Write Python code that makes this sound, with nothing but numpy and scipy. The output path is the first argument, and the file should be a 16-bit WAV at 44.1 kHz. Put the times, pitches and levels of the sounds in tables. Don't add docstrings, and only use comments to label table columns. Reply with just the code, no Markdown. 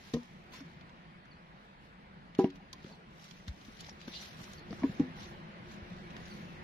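import sys
import numpy as np
from scipy import signal
from scipy.fft import rfft, irfft
from scipy.io import wavfile
from scipy.ndimage import uniform_filter1d

SR = 44100
rng = np.random.default_rng(int(sys.argv[2]) if len(sys.argv) > 2 else 0)


def nominal_scale(level):
    x = np.asarray(level, float) / 20
    return 10 ** x


def log_audio(samples):
    frames = np.atleast_2d(samples).T
    limited = np.clip(frames, -1, 1)
    pcm = np.round(limited * 32767).astype(np.int16)
    wavfile.write(sys.argv[1], SR, pcm)


N = 292383

# frequency in Hz, density in dB per Hz.
HUM = [(25, -16), (53, -2), (103, -25), (135, -7.5), (165, 2), (195, -7.5), (237, -11.5), (400, -16.5)]
# frequency in Hz, density in dB per Hz.
HISS = [(769, -16), (1300, -17), (2100, -19), (3100, -25.5), (4500, -31.5), (7000, -46), (12300, -52.5),
        (13000, -76)]
# frequency in Hz, likeness from 0 to 1.
PORT_LIKENESS = [(60, 0.99), (290, 0.9), (630, 0.34), (1400, 0.7), (3000, 0.067), (7000, 0.042)]
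# time in seconds, level in dB under its loudest.
NEARNESS = [(0, -14.5), (.5, -8.5), (1, -12), (1.6, -21), (2.2, -27), (2.8, -12), (3.3, -26), (3.8, -8),
            (4.3, -5.5), (4.8, -0.3), (5.3, 0), (5.8, -1.3), (6.2, 0.7), (6.63, 0)]
# centre in Hz, width in Hz, level in dB.
DRONE_MODES = [(45, 14, -17), (82.4, 32, -3.5), (162.9, 10, 3.5), (206, 15, 3), (351, 22, -2.5),
               (517, 95, -14.5)]
# start in seconds, peak in dB.
CHIPS = [
    (1.31, -62.5),
    (2.917, -62),
    (4.573, -58.5),
    (6.307, -57),
]
# peak time, rise and fall in seconds, level in dB,
# fine top in dB relative to the level.
BRUSHES = [(0.138, 0.0039, 0.011, -44, -16), (.531, 0.013, 0.078, -54, -12.5),
           (0.564, 0.061, 0.08, -54.5, -11), (2.393, 0.015, 0.099, -54, -14),
           (2.503, 0.011, 0.023, -63, -25), (2.561, .025, 0.019, -63.5, -14),
           (2.731, 0.003, 0.0089, -53.5, -8), (3.482, 0.015, 0.033, -56, -15.5),
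           (3.808, 0.029, 0.031, -54, -18), (3.87, 0.23, 0.078, -59, -13.5),
           (4.025, 0.045, 0.081, -58, -19), (4.082, 0.018, 0.14, -55, -11.5),
           (4.159, 0.063, 0.2, -50, -18.5), (4.235, 0.055, 0.084, -52.5, -7), (4.43, 0.15, 0.07, -56, -8),
           (4.74, .09, 0.16, -62, -14), (5.205, 0.08, 0.064, -56, -13), (5.235, .05, 0.09, -56, -16),
           (5.275, .05, .13, -63, -11), (5.72, 0.076, 0.088, -59, -14)]
# peak time, rise and fall in seconds, level in dB,
# fine top in dB relative to the level.
SHIFTS = [(.06, 0.18, 0.36, -60, -12.5), (.4, 0.32, 0.7, -77, -11), (.69, 0.18, 0.19, -70.5, -18),
          (1.27, 0.046, 0.074, -90, -4), (1.65, 0.13, 0.083, -76, -12), (1.85, .08, 0.086, -73, -13),
          (2.89, 0.2, 0.14, -64.5, -15), (3.25, 0.18, 0.38, -60.5, -14), (3.66, 0.24, 0.63, -62.5, -12.5),
          (4.31, 0.31, 0.11, -59.5, -14), (4.53, 0.28, 0.11, -59, -9.5), (4.9, 0.31, 0.24, -60, -14),
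          (5.02, .1, 0.18, -85, -24), (5.45, .6, .6, -84, -8), (5.92, 0.29, 0.5, -69, -15.5),
          (6.28, 0.27, 0.45, -61, -11), (6.55, 0.41, 0.27, -72.5, -22)]
# centre in Hz, width in Hz, level in dB.
CLOTH = [(2910, 560, -12), (3900, 2160, 5), (5370, 1100, -1)]
# start in seconds, length in seconds, level in dB,
# centre in Hz, width in Hz.
CHATTER = [(4.112, 0.034, -55, 3900, 400), (4.127, 0.039, -51, 3480, 300), (4.141, 0.057, -52.5, 2880, 200),
           (4.145, 0.024, -48.5, 4540, 300), (4.152, 0.045, -48, 3970, 350), (4.155, 0.035, -62, 5860, 300),
           (4.189, 0.014, -55, 3300, 600), (4.198, 0.075, -58, 4160, 400), (4.203, 0.037, -54, 5830, 400),
           (3.835, .025, -60, 2100, 700), (3.836, .018, -62, 3800, 300), (3.883, .01, -55, 6000, 400),
           (3.9, 0.023, -59, 5500, 350), (.53, 0.074, -58.5, 1900, 900), (2.855, 0.053, -64, 420, 200),
           (2.884, .07, -61, 600, 250), (2.901, 0.085, -64.5, 850, 250), (2.96, 0.11, -64, 398, 150),
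           (4.208, 0.1, -62, 3300, 900), (4.24, .09, -67, 5200, 1200), (4.391, .04, -59, 1100, 500),
           (3.558, 0.096, -60.5, 330, 120), (3.782, 0.084, -64, 340, 120)]
# start in seconds, peak in dB, centre in Hz.
CRACKLES = [(.5492, -50, 3800), (0.561, -48, 4600), (.5705, -47, 2100), (3.7697, -49, 4470),
            (3.845, -43, 4240), (3.866, -44, 5000), (3.89, -43, 1500), (4.1377, -42, 3400),
            (4.1423, -42, 3830), (4.164, -43, 3900), (4.193, -48, 3200), (4.2819, -47, 3760),
            (3.126, -60, 3070), (3.4677, -53, 3260), (3.6139, -50, 3520), (3.6782, -51, 3210),
            (4.3904, -51, 4470), (4.4019, -49, 3050), (4.583, -51, 4440), (5.1661, -53, 3210),
            (5.209, -48, 4020), (5.228, -55, 4200), (6.2152, -55, 3780), (6.2541, -49, 3400),
            (6.524, -56, 3200), (.538, -51, 3000), (.582, -50, 5000), (.592, -53, 3500), (3.735, -54, 4500),
            (3.79, -51, 5500), (3.825, -50, 6200), (4.005, -49, 5200), (4.215, -52, 4700),
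            (4.255, -52, 4200), (4.31, -54, 5200)]
# frequency in Hz, level in dB.
SNAP_COLOUR = [(300, -17), (1000, -9.5), (2000, 3), (4000, 1.5), (6500, -1), (8000, -21), (12000, -22),
               (15000, -29)]
# start in seconds, peak in dB, centre in Hz, dull wood in dB.
TICKS = [(0.2305, -58, 3690, -3), (0.5243, -53, 3550, 5), (0.6047, -48.5, 4570, 6), (0.81, -50, 2610, -10),
         (0.8946, -55, 3330, 3), (1.256, -62, 2610, 13), (2.3498, -44, 2770, -10), (2.4434, -45, 2850, 5),
         (2.5024, -48, 2950, -16), (2.558, -52, 2800, -19), (2.73, -36.5, 4480, -27),
         (2.843, -50.5, 2870, 4), (2.863, -53, 3020, 7.5), (3.197, -53, 3150, -12),
         (3.2414, -52, 5140, -11), (3.3103, -44.5, 3380, -10), (3.481, -40, 3480, 0.5),
         (3.649, -51, 3040, -12), (3.804, -48, 4180, -22), (3.894, -38, 5640, -15), (4.0142, -46, 2720, -9),
         (4.08, -43, 3200, 5), (4.4402, -44, 6300, -10), (4.534, -53, 3340, 2), (4.707, -49, 4470, -11),
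         (4.728, -46, 2810, 8.5), (4.834, -48.5, 2370, 13.5), (4.997, -49, 2700, -9),
         (6.105, -48.5, 2960, -7), (6.166, -44, 2870, 5)]
# start in seconds, peak in dB.
FLICKS = [(0.2315, -65.5), (.6054, -63.5), (1.2535, -77), (3.243, -62), (3.807, -54.5), (4.08, -76),
          (4.31, -69), (4.4422, -62), (4.534, -58), (4.998, -69), (5.208, -67), (4.593, -67), (6.17, -79),
          (6.258, -63), (2.7288, -60), (3.48, -75), (3.8942, -69), (4.016, -71), (0.138, -68), (5.72, -72)]
# start in seconds, peak in dB, first pitch in Hz, last pitch in Hz,
# length in seconds.
KNEE = [
    (3.4795, -32.5, 97, 37, .046),
]
# start in seconds, peak in dB, pitch in Hz,
# 60 dB decay in seconds.
TAPS = [(0.532, -52, 1020, 0.06), (2.731, -53, 1043, 0.056), (3.888, -44.5, 885, 0.011),
        (4.478, -49, 1230, 0.015), (4.726, -47, 1260, 0.022), (4.834, -46.5, 1710, 0.036),
        (4.834, -46, 2320, 0.0205), (4.817, -50, 1100, .04), (2.3872, -45.5, 2830, 0.012),
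        (2.391, -33.5, 560, 0.022), (4.999, -45.5, 480, 0.042), (0.15, -53, 496, 0.054),
        (2.4425, -33, 660, 0.016), (4.076, -46, 352, 0.071), (4.832, -35.5, 660, 0.034),
        (4.832, -37.5, 980, 0.025), (3.886, -54, 620, .015), (3.887, -51, 1100, 0.01),
        (4.078, -50, 880, 0.013), (2.844, -54, 420, 0.028), (2.6, -55, 800, 0.05), (3.4, -57, 2000, .03),
        (5.0, -48.5, 810, .08), (4.998, -53.5, 1100, 0.045), (2.393, -45.5, 1100, 0.037),
        (2.45, -50, 950, 0.088), (2.3917, -23, 330, .009), (.1402, -30, 300, .01)]
# start in seconds, peak in dB, pitch in Hz,
# 60 dB decay in seconds, overtone in dB.
BUMPS = [(0.604, -43, 275, 0.089, -21), (2.844, -40.5, 156, 0.032, -3), (3.475, -42, 180, 0.033, -22),
         (3.683, -41, 220, 0.026, -28), (4.076, -34.5, 223, 0.033, -13), (4.406, -42, 153, 0.036, -7),
         (4.703, -35.5, 203, 0.065, -9), (4.726, -36, 303, 0.03, -7.5), (4.821, -32.5, 231, 0.045, -24),
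         (4.893, -29.5, 179, 0.03, -27), (5.818, -39, 76.6, 0.07, -19), (5.902, -39.5, 183, 0.097, -35),
         (.645, -45, 164, .15, -20), (.76, -46.5, 160, 0.088, -24), (3.849, -51.5, 69.6, .1, -20),
         (2.865, -46.5, 220, .04, -8), (2.9, -50, 188, 0.12, -11)]
# start in seconds, level in dB.
CRACKS = [
    (0.137, -37),
    (2.3882, -42),
    (4.835, -60),
    (4.996, -46.5),
]
# start in seconds, blow peak in dB, blow pitch in Hz, blow 60 dB decay in seconds,
# ring in dB.
KNOCKS = [
    (0.136, -34, 227, 0.018, -31.5),
    (.164, -35, 295, 0.042, -41),
    (2.3887, -11.5, 289, 0.023, -16.5),
    (2.4414, -16.5, 234, 0.03, -23.5),
    (4.8374, -22, 275, 0.042, -29),
    (4.996, -17.5, 280, 0.063, -34.5),
]
# pitch in Hz, level in dB, 60 dB decay in seconds.
LOG_MODES = [
    [(156, 4, 0.14), (239.6, 3.5, 0.42), (460, 3, 0.18), (760, -11, 0.085), (1050, -11.5, 0.08),
     (1255, -17, 0.082), (57.6, -7, 0.15), (380, -21, 0.063), (542, -4, 0.074), (625, -11, 0.081),
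     (950, -19, 0.11), (1854, -8.5, 0.05)],
    [(340, 2, 0.071), (986, -1, 0.04), (1190, -8, 0.054), (490, 6.5, 0.089), (720, -5, 0.049)],
    [(214, -22, 0.22), (371.2, -3, 0.29), (468, -18, 0.41), (792, -9, 0.13), (989, -15, 0.13),
     (1224, -29, 0.1), (2830, -16, 0.011), (275, -26, .08), (600, -19, 0.047), (676, -12, 0.046),
     (900, -15, 0.056), (1642, -26.5, 0.084), (1886, -29, 0.036), (2280, -30, 0.08)],
    [(180, -15, 0.12), (280, -5.5, 0.23), (372.4, 3.5, 0.13), (705, 5, 0.016), (780, -20, 0.11),
     (1140, -30, 0.11), (550, -11, 0.037), (460, -17, 0.13), (1000, -25, 0.11), (1670, -24, 0.066),
     (2870, -6, 0.02)],
    [(271.7, 7, 0.14), (387, -4, 0.15), (461, -8.5, 0.14), (670, -1, 0.019), (970, -10, 0.086),
     (1083, -9.5, 0.058), (187, -9, 0.083), (337, -16, .1), (560, -11, 0.055)],
    [(162.7, 9, 0.13), (255.3, 6, 0.28), (361, -2.5, 0.18), (477.4, -1, 0.15), (810, -13, 0.16),
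     (1060, -21, 0.078), (98, -5, 0.21), (206, -13, 0.18), (301, 2, .1), (600, -18, .06)],
]
# frequency in Hz, share from 0 to 1.
HOLES = [(2800, 0), (4000, .05), (5000, .15), (7000, .33), (8000, .52), (9500, .36), (12500, .37),
         (15000, .45)]
# frequency in Hz, threshold in spreads.
SLABS = [(5000, -3.5), (7000, -1.8), (8000, -.8), (9000, -1.6), (10000, -1), (12000, -1.1), (15000, -1.5)]

WOODS_DB, DRONE_DB = -55.5, -53
NEAR_HUM_DB, NEAR_HISS_DB = 4.5, 5.5
PORT_LAG_S = 0.00043
EDGE_DB, ROUND = -21, 1.38
FOLD_HZ, SCRAPE_DB, FOCUS_PER_DB, FOCUS_FROM_DB = 3800, -6, 0.26, 14
CRACKLE_T60_S, CRACKLE_WIDTH_HZ = 0.017, 1900
TICK_T60_S, TICK_PAN_DB, TICK_SCATTER_DB = 0.021, -3.5, 3.5
GRAIN_DB, GRAIN_LOW_HZ, GRAIN_HIGH_HZ, GRAIN_CYCLES = -29, 166.6, 2700, 125
OVERTONE = 2.32
SUDDEN_DB, BUSY_PER_DB, MAKE_UP = 5, .06, .4


def evened(x):
    return x / np.sqrt(np.mean(x ** 2) + 1e-20)


def read(points, hz):
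    f, value = np.transpose(points)
    return np.interp(np.log(hz + 1), np.log(f + 1), value)


def add(mix, s, sound):
    part = mix[..., round(s * SR):][..., :sound.shape[-1]]
    part += sound[..., :part.shape[-1]]


def resonate(x, hz, width):
    r = np.exp(-np.pi * width / SR)
    return 2 * signal.lfilter([1 - r], [1, -r * np.exp(2j * np.pi * hz / SR)], x).real


def resonate_twice(x, hz, width):
    return resonate(resonate(x, hz, width), hz, 2 * width)


def coloured(x, points):
    gain = nominal_scale(read(points, np.fft.rfftfreq(x.shape[-1], 1 / SR)))
    return irfft(rfft(x) * gain, x.shape[-1])


def burst(t60, rise_s):
    t = np.arange(4096) / SR
    a, b, c = rng.standard_normal((3, len(t)))
    noise = evened(coloured(np.array([a + 3.0 * b, a + 1.6 * c]), SNAP_COLOUR))
    return 0.36 * noise * nominal_scale(-60 * t / t60) * (1 - np.exp(-t / rise_s))


def woods():
    frames, hz = N // 256 + 5, np.fft.rfftfreq(1024, 1 / SR)
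    a, b, c, d, patches = rng.standard_normal((frames, 513, 5)).T
    patches = evened(uniform_filter1d(uniform_filter1d(patches, 6, 0), 10, 1))
    t = np.arange(frames) * 256 / SR
    low = 1 / (1 + (hz[:, None] / 450) ** 4)
    share_db = low * NEAR_HUM_DB + (1 - low) * NEAR_HISS_DB + np.interp(t, *np.transpose(NEARNESS))
    swell_db = 10 * np.log10(1 + nominal_scale(2 * share_db))
    same = np.clip(read(PORT_LIKENESS, hz), 0, 1)[:, None]
    left = a + 1j * b
    lag = np.exp(2j * np.pi * hz[:, None] * PORT_LAG_S)
    right = same * left * lag + np.sqrt(1 - same ** 2) * (c + 1j * d)
    colour = nominal_scale(read(HUM + HISS, hz))[:, None]
    z = np.array([left, right]) * colour * nominal_scale(1.5 * patches + swell_db) / np.linalg.norm(colour)
    return nominal_scale(WOODS_DB) * 1.205 * signal.istft(z, nperseg=1024, noverlap=768)[1][:, :N]


def drone():
    a, b, c = rng.standard_normal((3, N))
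    noise = np.array([a + 0.5 * b, a + 0.27 * c])
    hum = sum(nominal_scale(db) * resonate_twice(noise, hz, w) for hz, w, db in DRONE_MODES)
    near_db = np.interp(np.arange(N) / SR, *np.transpose(NEARNESS))
    return nominal_scale(DRONE_DB + near_db) * evened(hum)


def bird():
    out, u = np.zeros((2, N)), np.linspace(0, 1, 1150)
    turns = np.cumsum(4620 - 520 * u ** 1.52) / SR
    chip = np.sin(np.pi * u) ** 0.33 * np.sin(2 * np.pi * turns)
    echoes = rng.standard_normal((2, 6000)) * nominal_scale(-30.5 - 30 * np.arange(6000) / 6000)
    echoes[:, 0] = 1
    for s, db in CHIPS:
        add(out, s, nominal_scale(db) * signal.fftconvolve(chip[None], echoes, axes=1))
    return out


def strokes():
    t = np.arange(0, N + 40, 40)[:, None] / SR
    s, rise, fall, level_db, top_db = np.transpose(BRUSHES + SHIFTS)
    away = np.where(t < s, (s - t) / rise, (t - s) / fall)
    power = nominal_scale(2 * np.maximum(level_db + EDGE_DB * away ** ROUND, -160))
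    powers = (power, power * nominal_scale(2 * top_db))
    return [np.interp(np.arange(N) / SR, t[:, 0], np.sqrt(p.sum(1))) for p in powers]


def rustle():
    clumps = nominal_scale(1.13 * evened(uniform_filter1d(rng.standard_normal(N), 300)))
    sizes = nominal_scale(2.6 * np.minimum(rng.exponential(1, (3, N)), 3.5))
    slips = sizes * rng.standard_normal((3, N)) * (rng.random((3, N)) < 9000 / SR)
    shared = np.array([slips[2], np.roll(slips[2], 10)])
    slips = (slips[:2] + .5 * shared) * clumps
    body = evened(sum(nominal_scale(db) * resonate_twice(slips, hz, w) for hz, w, db in CLOTH))
    top = evened(coloured(slips, [(7000, -55.0), (8500, -2.0), (11000, -3.0), (14000, -6.0), (15100, -12.0)]))
    top *= nominal_scale([[.9], [-1.9]])
    scrape = evened(coloured(slips, [(200, -55.0), (500, -6), (1000, -6.0), (2200, -5.0),
                                     (3200, -13.5), (5000, -43)]))
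    fold = evened(resonate(resonate(slips, FOLD_HZ, 1600), FOLD_HZ, 2400))
    rub, fine = strokes()
    focus = np.clip(FOCUS_PER_DB * (20 * np.log10(rub / fine) - FOCUS_FROM_DB), 0, 1)
    weave = np.sqrt(1 - focus) * (body + nominal_scale(SCRAPE_DB) * scrape) + np.sqrt(focus) * fold
    return rub * coloured(weave, [(4500, -0.5), (7200, 1.5), (8300, -5.5)]) + fine * top


def crackle():
    out = np.zeros((2, N))
    for s, length, db, hz, width in CHATTER:
        a, b, c = rng.standard_normal((3, 4096))
        u = np.minimum(np.arange(4096) / SR / length, 1)
        band = evened(resonate_twice(np.array([a + b, a + c]), hz, width))
        add(out, s, nominal_scale(db) * np.sin(np.pi * u ** 0.59) * band)
    for s, db, hz in CRACKLES:
        add(out, s, nominal_scale(db) * 3 * resonate(burst(CRACKLE_T60_S, .0002), hz, CRACKLE_WIDTH_HZ))
    return out


def ticks():
    out = np.zeros((2, N))
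    for s, db, hz, wood_db in TICKS:
        snap = burst(TICK_T60_S, 0.0001)
        pan_db = TICK_PAN_DB + TICK_SCATTER_DB * rng.standard_normal()
        wood = nominal_scale(wood_db) * 3 * resonate(resonate(snap, 1400, 1100), 1200, 2200)
        body = 3.1 * resonate(snap, hz, 1100) + wood
        add(out, s, nominal_scale(db) * nominal_scale([[pan_db / 2], [-pan_db / 2]]) * (snap + body))
    for s, db in FLICKS:
        flick = resonate(resonate(burst(TICK_T60_S, 0.0001), 9900, 4500), 10800, 5500)
        add(out, s, nominal_scale(db) * flick * nominal_scale(31.0))
    return out


def blow(hz, t60):
    t = np.arange(6000) / SR
    shape = t ** 1.89 * nominal_scale(-130 * t / t60)
    return shape / shape.max() * np.sin(2 * np.pi * hz * t)


def grain(t):
    place, size = rng.random((2, 36, 1))
    hz = GRAIN_LOW_HZ * (GRAIN_HIGH_HZ / GRAIN_LOW_HZ) ** place
    level_db = GRAIN_DB - 11 * place - 8 * size - 60 * t * (hz + 350) / GRAIN_CYCLES
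    return (nominal_scale(level_db) * np.sin(2 * np.pi * hz * t)).sum(0) * (1 - np.exp(-t / 0.0024))


def log_ring(modes, after):
    t = np.arange(SR // 2) / SR
    lag = t + np.array([[.0001], [0]])
    ring = np.zeros((2, len(t)))
    for f, mode_db, decay in modes:
        twin = 0.19 * nominal_scale(-90 * t / decay) * np.sin(2 * np.pi * f * 0.968 * lag)
        lean = nominal_scale(np.array([[-1], [1]]) * 0.69 * np.tanh((f - 480) / 200))
        touch = np.maximum(t - after - .006, 0) / 0.041
        held = np.exp(-touch * (f / 242) ** 1.7)
        ring += held * lean * nominal_scale(mode_db - 60 * t / decay) * (np.sin(2 * np.pi * f * lag) + twin)
    return ring * (1 - np.exp(-(t / .0035) ** 2))


def knee():
    out = np.zeros((2, N))
    for s, db, first_hz, last_hz, length in KNEE:
        u = np.linspace(0, 1, round(length * SR))
        turns = np.cumsum(first_hz + (last_hz - first_hz) * u) / SR
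        swell = (4 * u * (1 - u)) ** 0.82 * (1.25 - 0.76 * u)
        add(out, s, nominal_scale(db) * swell * np.sin(2 * np.pi * turns))
    return out


def knocks():
    out, t = knee(), np.arange(6000) / SR
    gaps = np.diff([k[0] for k in KNOCKS] + [9])
    for (s, db, hz, t60, ring_db), modes, after in zip(KNOCKS, LOG_MODES, gaps):
        fibres = resonate(resonate(burst(0.025, 0.001), 1300, 1800), 1300, 2600)
        bark = resonate(resonate(burst(0.28, 0.0038), 1000, 1500), 1500, 2500)
        add(out, s, nominal_scale(ring_db) * log_ring(modes, after))
        add(out, s, nominal_scale(db) * (blow(hz, t60) + grain(t)))
        add(out, s, nominal_scale(db - 26.0) * fibres)
        add(out, s, nominal_scale(db - 26.5) * bark)
    for s, crack_db in CRACKS:
        add(out, s, nominal_scale(crack_db) * (burst(0.11, 0.0015) + nominal_scale(-13) * burst(0.089, 0.00082)))
    for s, db, hz, t60, over_db in BUMPS:
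        add(out, s, nominal_scale(db) * (blow(hz, t60) + nominal_scale(over_db) * blow(OVERTONE * hz, t60)))
    for s, db, hz, t60 in TAPS:
        add(out, s, nominal_scale(db) * blow(hz, t60))
    return out * nominal_scale([[.3], [-.3]])


def shelter(x):
    taps = np.zeros((2, 8000))
    at = np.arange(100, 7980, 20) + rng.integers(0, 20, (2, 394))
    np.put_along_axis(taps, at, rng.choice([-1., 1.], at.shape), 1)
    taps *= nominal_scale(-60 * np.arange(8000) / SR / 0.054)
    return signal.fftconvolve(x, taps / np.linalg.norm(taps[0]), axes=1)[:, :N]


def scene():
    background = woods() + drone() + bird()
    cloth = rustle() + crackle()
    logs, snaps = knocks(), ticks()
    echoes = shelter(nominal_scale(-19.0) * logs + nominal_scale(-10.0) * snaps)
    return background + cloth + snaps + logs + echoes


def roll_off(x):
    return signal.sosfilt(signal.butter(12, 15230, fs=SR, output="sos"), x)


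def record(dry):
    x = signal.sosfilt(signal.butter(1, 40, "high", fs=SR, output="sos"), dry)
    hz, t, z = signal.stft(x, SR, nperseg=1024, noverlap=768)
    quick_db = 10 * np.log10((abs(z[:, hz > 3000]) ** 2).mean((0, 1)) + 1e-20)
    treble_db = signal.medfilt(quick_db, kernel_size=21)
    busy = 1 + np.clip(BUSY_PER_DB * (treble_db - np.median(treble_db)), -.3, .7)
    busy *= quick_db < treble_db + SUDDEN_DB
    blocks = rng.standard_normal((len(t) // 4 + 1, len(hz) // 3 + 1)).T
    blocks = uniform_filter1d(blocks, size=3, axis=1)
    field = evened(np.kron(blocks, np.ones((3, 4)))[:len(hz), :len(t)])
    chance = 1 / (1 + np.exp(-1.7 * field))
    share = read(HOLES, hz)[:, None] * busy
    slabs = rng.standard_normal((len(t) // 4 + 1, len(hz) // 12 + 1)).T
    slabs = evened(uniform_filter1d(slabs, size=2, axis=1))
    slab = np.kron(slabs, np.ones((12, 4)))[:len(hz), :len(t)] < read(SLABS, hz)[:, None]
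    z *= np.where(slab & (busy > 0), nominal_scale(-28.0), 1)
    z *= np.where(chance < share, nominal_scale(-28.0), 1) * (hz < 15220)[:, None]
    z /= np.sqrt(1 - MAKE_UP * np.minimum(share, .8))
    return roll_off(signal.istft(z, SR, nperseg=1024, noverlap=768)[1][:, :N])


dry = scene()
out = record(dry)
log_audio(out)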